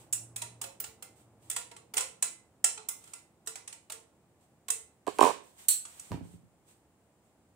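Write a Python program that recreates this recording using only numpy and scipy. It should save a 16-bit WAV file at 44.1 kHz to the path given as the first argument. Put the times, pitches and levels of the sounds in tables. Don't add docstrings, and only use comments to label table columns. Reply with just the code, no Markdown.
import sys
import numpy as np
from scipy import signal
from scipy.fft import rfft, irfft, next_fast_len
from scipy.io import wavfile

SR = 44100
rng = np.random.default_rng(int(sys.argv[2]) if len(sys.argv) > 2 else 0)


def master(y):
    cut = np.clip(np.atleast_2d(y).T, -1, 1)
    pcm = np.round(cut * 32767)
    wavfile.write(sys.argv[1], SR, pcm.astype(np.int16))


N = 332955
TIME = np.arange(N) / SR
HIT = TIME[:SR // 4]
AXLE_LEFT_DB = -4.7
# pitch_hz [Hz], level_db [dB]
STEEL = [(200, -27.5), (450, -15.5), (950, -10), (1700, -11), (2700, -6.5), (4900, -10.5), (6400, -5.5),
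         (8000, 2), (9500, -3), (11000, -10.5), (13000, -17), (15000, -10.5), (16000, -23)]


def from_db(db):
    return 10 ** (np.asarray(db) / 20)


def unit_energy(x):
    return x / np.sqrt(np.sum(x ** 2, axis=-1, keepdims=True) + 1e-20)


def at_hz(points, hz):
    f, value = np.transpose(points)
    return np.interp(np.log(np.maximum(hz, 1)), np.log(f), value)


def add(track, s, sound):
    start = round(s * SR)
    track[..., start:start + sound.shape[-1]] += sound[..., :N - start]


def cut(x, hz, kind, order=2):
    sos = signal.butter(order, min(hz, .45 * SR), kind, fs=SR, output="sos")
    return signal.sosfilt(sos, x)


def colour(x, gain_db):
    size = 2 * next_fast_len(x.shape[-1])
    hz = np.arange(size // 2 + 1) * SR / size
    cepstrum = irfft(np.log(from_db(gain_db(hz))))
    cepstrum[1:size // 2] *= 2
    cepstrum[size // 2 + 1:] = 0
    response = np.exp(rfft(cepstrum))
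    return irfft(rfft(x, size) * response)[..., :x.shape[-1]]


def noise(spectrum, side_db):
    white = rng.standard_normal((2, N))
    mid, side = colour(white, lambda hz: at_hz(spectrum, hz))
    stereo = mid + from_db(side_db) * side * [[1], [-1]]
    return np.sqrt(N) * unit_energy(stereo)


def pan(left_db):
    return np.sqrt(2) * unit_energy(from_db(np.array([left_db, 0])))[:, None]


def ring(modes, scatter_db, detune=0):
    hz, db, t60 = np.transpose(modes)[:, :, None]
    weight, shift = rng.standard_normal((2, *hz.shape))
    level = from_db(db + scatter_db * weight) * np.exp(-np.log(1000) * HIT / t60)
    tones = level * np.sin(2 * np.pi * hz * (1 + detune * shift) * HIT)
    signs = (-1) ** np.arange(len(modes))
    return signs @ tones


def chatter(decay_s, rise_s=0.0011):
    evenness = .4
    t = HIT[:SR // 20]
    envelope = (1 - np.exp(-t / rise_s)) * np.exp(-t / max(decay_s, 1e-4))
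    burst = rng.standard_normal(len(t)) * envelope
    ripple_db = 20 * np.log10(np.abs(rfft(burst, 2 * len(t))) + 1e-9)
    grid_hz = np.linspace(0, SR / 2, len(ripple_db))
    burst = colour(burst, lambda hz: -evenness * np.interp(hz, grid_hz, ripple_db))
    return unit_energy(np.pad(burst, (0, len(HIT) - len(t))))


def crack(spectrum, decay_s):
    return unit_energy(colour(chatter(decay_s), lambda hz: at_hz(spectrum, hz)))


def scatter(x, near_db, near_s):
    reflections = np.array([chatter(near_s), chatter(near_s)])
    echoes = signal.fftconvolve(x[None], reflections[:, :SR // 20], axes=-1)[:, :len(x)]
    return (x + from_db(near_db) * echoes) / np.hypot(1, from_db(near_db))


def garage(blows, left_db, near_db, near_s, tail_db, build_s=0.0056):
    # pitch_hz [Hz], time to fall 60 dB t60_s [s]
    garage_t60 = [(100, .55), (500, .42), (1300, .36), (3500, .34), (8000, .3), (11000, .26), (15000, .22)]
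    source, near = np.zeros((1, N)), np.zeros((2, N))
    for s, sound in blows:
        add(source, s, sound)
        add(near, s, scatter(sound, near_db, near_s))
    t, tail = TIME[:SR * 2 // 3], 0
    edges_hz = np.geomspace(50, 18000, 13)
    for low, high in zip(edges_hz, edges_hz[1:]):
        sos = signal.butter(2, [low, high], "band", fs=SR, output="sos")
        band = signal.sosfilt(sos, rng.standard_normal((2, len(t))))
        t60_s = at_hz(garage_t60, np.sqrt(low * high))
        tail = tail + band * np.exp(-np.log(1000) * t / t60_s)
    response = from_db(tail_db) * unit_energy(tail * (1 - np.exp(-t / build_s)))
    reverb = signal.fftconvolve(source, response, axes=-1)[:, :N]
    return pan(left_db) * (near + reverb)


def background(hiss_db=-75, waver=.35):
    # time_s [s], level_db [dB]
    motor_levels = [(0, -62.5), (.55, -55), (.7, -70.5), (1.9, -73.5), (2.6, -85.5), (7.55, -96)]
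    # pitch_hz [Hz], level_db [dB]
    outside_colour = [(15, -69.5), (25, -40), (72, -3.5), (171, -4), (260, -7.5), (345, -5), (389, -9.5),
                      (681, -11.5), (816, -12.5), (3000, -40), (3900, -64.5), (6600, -120)]
    # pitch_hz [Hz], level_db [dB]
    hiss_colour = [(500, -6.5), (2000, -4.5), (4000, -11), (6000, -12), (7300, -5.5), (8400, -5),
                   (10000, -9.5), (12000, -17), (16000, -10.5)]
    motor_hz = 116
    outside_db, swell_db, settle_s = -68.5, 8, 1.9

    sway = np.sqrt(N) * unit_energy(cut(rng.standard_normal((2, N)), 4.5, "low"))
    motor_gain = from_db(np.interp(TIME, *np.transpose(motor_levels))) * (1 + waver * sway[0])
    motor = np.sqrt(2) * motor_gain * np.sin(2 * np.pi * motor_hz * TIME + waver * sway[1])
    murmur_gain = from_db(outside_db + swell_db * np.exp(-TIME / settle_s))
    murmur = murmur_gain * noise(outside_colour, side_db=-14.0)
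    return (motor + murmur) * pan(-0.97) + from_db(hiss_db) * noise(hiss_colour, side_db=1)


def hands(grain_db=1):
    # start_s [s], length_s
    # [s], level_db [dB]
    slides = [(0, 0.017, -58), (1.173, 0.03, -64.5), (1.43, 0.082, -64.5), (3.018, 0.17, -62),
              (4.414, .025, -72), (5.155, .025, -55.5), (5.44, 0.072, -64), (5.59, 0.044, -54.5),
              (5.867, .26, -57), (6.25, 0.095, -65), (6.684, 0.034, -63), (7.24, .05, -79)]
    # pitch_hz [Hz], level_db [dB]
    slide_colour = [(200, -22), (800, -2.5), (1500, -8), (3200, -6), (5200, -11), (7000, -5), (8300, 2.5),
                    (9500, -6), (11000, -12), (15500, -11), (17000, -26.5)]
    attack_s, release_s = .015, .045

    level = 0
    for s, length_s, db in slides:
        before = np.maximum(s - TIME, 0)
        after = np.maximum(TIME - s - length_s, 0)
        level = level + from_db(db) * np.exp(-before / attack_s - after / release_s)
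    knots = TIME[::900]
    grain = np.interp(TIME, knots, rng.standard_normal(len(knots)))
    return level * from_db(grain_db * grain) * noise(slide_colour, side_db=1.5) * pan(-3)


def wrench(body_hz=5200, edge_hz=11000):
    # [dB, above edge_hz]
    clinks = [(0.1255, 1.5, -14.5, -2), (0.131, 1, -12, -1.5), (0.3603, -7, -3, 0), (0.4175, -7, 1, -2),
              (0.6138, -7, -1.5, 3), (0.6383, -16, 5.5, 6), (0.8, -14, 2, 22), (0.8397, -12, 1.5, -15),
              (1.0237, -16.5, 0.5, 6), (1.4989, -4, -6, 4), (1.511, -7.5, -3.5, -10),
              (1.5626, -2, -0.5, -2), (1.713, -25, 7, -5), (1.7634, -22.5, 2.5, -7), (1.9372, -13, 4.5, 11),
              (1.968, 2, -1, -11), (1.9776, 0, 1, 2.5), (2.0064, -2, -1.5, -9), (2.2236, 5, -5.5, -4),
              (2.6414, 10, -6.5, -8.5), (2.7746, -17, 4.5, -31), (2.8862, -3, -7, 7), (3.038, -26, 0, -4),
              (3.073, -28, 2.5, -12), (3.1341, -12.5, -4, -8), (3.461, -25.5, -2, 0), (3.472, -6, -1.5, -3),
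              (3.555, -13, 1, -9), (3.6753, -13, -1.5, -10), (3.7259, -16.5, -1, -7), (3.8984, -15, 4, 2),
              (3.9193, -11, -1.5, 0.5), (4.6828, -12, 4, 4), (4.702, 4.5, -8.5, -2),
              (5.8511, -14, -2.5, -27), (5.9947, -14.5, -9, -6.5)]
    # pitch_hz [Hz], level_db [dB], time to fall 60 dB t60_s [s]
    wrench_modes = [(1373, -9, 0.12), (2045, -13.5, 0.3), (2660, -10, .2), (3000, -20.5, 0.076),
                    (4070, -9.5, 0.15), (7030, -9.5, 0.08), (6970, -6.5, 0.04), (7170, -3.5, 0.14),
                    (8200, -17.5, 0.11), (8500, -9, 0.13), (9020, -17, 0.31), (9200, -35, .18),
                    (9700, -1.5, 0.06), (15300, -19.5, .1)]
    # pitch_hz [Hz], level_db [dB], time to fall 60 dB t60_s [s]
    swingarm_modes = [(474, -8, 0.36), (663, -8.5, 0.024), (720, -2.5, 0.074), (958.6, 1.5, 0.1),
                      (1192, 1, 0.012)]
    contact_s, hardening = .002, 0.097
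    ring_db = -12
    knock_db, knock_per_bluntness = -15.5, 2.1

    blows = []
    for s, db, body_db, edge_db in clinks:
        def shelves(hz):
            body = body_db / (1 + (hz / body_hz) ** 10)
            edge = edge_db * (1 - 1 / (1 + (hz / edge_hz) ** 10))
            return body + edge

        rung = ring(wrench_modes, scatter_db=3, detune=.012)
        knock = unit_energy(cut(ring(swingarm_modes, scatter_db=2, detune=.08), 230, "high"))
        contact = crack(STEEL, contact_s * from_db(-hardening * db))
        sound = colour(contact + from_db(ring_db) * unit_energy(rung), shelves)
        sound = sound + from_db(knock_db + knock_per_bluntness * body_db) * knock
        blows.append((s, from_db(db) * sound))
    return garage(blows, AXLE_LEFT_DB, near_db=11.5, near_s=0.0051, tail_db=-5.0)


def rocking(count=8):
    start_s, gap_s, gap_ratio, start_db = 5.237, .0117, .96, 7.5
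    k = np.arange(count)
    s = start_s + gap_s * (1 - gap_ratio ** k) / (1 - gap_ratio)
    return list(zip(s, start_db + 20 * np.log10(1 - k / count)))


def nut(travel_s=0.0034, tick_db=-19.5, tick_body_db=3):
    # start_s [s], level_db [dB]
    nut_touches = [(5.067, -4.5), (5.077, 0), (5.186, 6.5), (5.2075, 13), (5.225, 12)]
    # pitch_hz [Hz], level_db [dB], time to fall 60 dB t60_s [s]
    platform_modes = [(261.7, -19, 0.031), (418, -7, .03), (554, -3, .018), (710, 4, 0.007),
                      (860, -1.5, 0.02), (1044, -1.5, 0.024), (1170, -7, 0.011), (1580, -20.5, 0.035)]

    ticks, thuds = [], []
    for s, db in nut_touches + rocking():
        tick = crack(STEEL, 0.0009)
        tick = tick + from_db(tick_body_db) * cut(tick, 5000, "low")
        ticks.append((s, from_db(db + tick_db) * tick))
        wave = ring(platform_modes, scatter_db=2, detune=.04)
        thud = unit_energy(cut(cut(wave, 1600, "low", order=4), 170, "high", order=4))
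        thuds.append((s + travel_s, from_db(db) * thud))
    airborne = garage(ticks, left_db=-4.0, near_db=-10.5, near_s=0.0042, tail_db=1.0)
    return airborne + garage(thuds, left_db=-17.0, near_db=-7.5, near_s=0.013, tail_db=-19)


def washer(ring_db=-4):
    # start_s [s], level_db [dB]
    washer_hits = [(5.6832, 7), (5.6871, 6)]
    # pitch_hz [Hz], level_db [dB], time to fall 60 dB t60_s [s]
    washer_modes = [(2620, -28.5, .25), (4150, -14, .22), (4380, -19, .24), (6100, -10, 0.09),
                    (6535, -29, .25), (7500, -11, 0.15), (7500, 6, 0.13), (8360, 6.5, 0.16),
                    (7750, 0.5, .24), (8700, -8, .14), (9520, -9.5, .14), (9200, -12, 0.19),
                    (10460, -5, 0.1522), (11170, -10.5, 0.24), (11800, -15.5, 0.29), (14300, -19.5, .17),
                    (15780, -6, 0.17)]
    # pitch_hz [Hz], level_db [dB]
    chatter_colour = [(500, -42.5), (1500, -27), (3200, -20), (4400, -10.5), (4900, -27.5), (5900, -13.5),
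                      (6900, -13.5), (8200, 3), (10200, -7), (10900, -18), (11430, -5), (12200, -14),
                      (15200, -7.5), (17000, -23)]

    blows = []
    for s, db in washer_hits:
        rung = unit_energy(cut(ring(washer_modes, scatter_db=1), 2000, "high"))
        sound = crack(chatter_colour, 0.0024) + from_db(ring_db) * rung
        blows.append((s, from_db(db) * sound))
    return garage(blows, AXLE_LEFT_DB, near_db=10.0, near_s=0.0017, tail_db=-1.5)


def bike():
    # start_s [s], level_db [dB], brightness limit bright_hz [Hz]
    bumps = [(6.106, -28.5, 224), (6.117, -30, 1773), (6.127, -31, 1110), (6.141, -28, 700),
             (6.172, -35, 600), (6.208, -34, 328), (6.25, -43, 500), (6.336, -41, 302), (6.429, -51, 223)]
    # pitch_hz [Hz], level_db [dB], time to fall 60 dB t60_s [s]
    bike_modes = [(79, -9, 0.075), (102.4, -6, 0.12), (164.5, -3.5, 0.082), (256, -5.5, 0.067),
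                  (390, -4.5, 0.025), (703, -5, 0.018), (960, -7.5, 0.028), (1220, -15, 0.023)]
    grit_offset_db, grit_db_per_octave = 3, 9

    thumps, grit = [], []
    for s, db, bright_hz in bumps:
        shake = ring(bike_modes, scatter_db=1.5, detune=.05)
        bump = cut(cut(shake, bright_hz, "low"), 48, "high")
        thumps.append((s, from_db(db) * bump / np.abs(bump).max()))
        grit_db = db + grit_offset_db + grit_db_per_octave * np.log2(bright_hz / 1000)
        grind = unit_energy(cut(chatter(0.0018), 920, "low", order=1))
        grit.append((s, from_db(grit_db) * grind))
    frame = garage(thumps, left_db=-5.5, near_db=-2.5, near_s=0.0087, tail_db=-11.0)
    return frame + garage(grit, left_db=-5, near_db=-3, near_s=0.0039, tail_db=-1)


def scene():
    return background() + hands() + wrench() + nut() + washer() + bike()


def record(dry):
    cutoff_hz = 15650
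    sos = signal.ellip(10, .1, 80, cutoff_hz, fs=SR, output="sos")
    return signal.sosfilt(sos, dry)


dry = scene()
out = record(dry)
master(out)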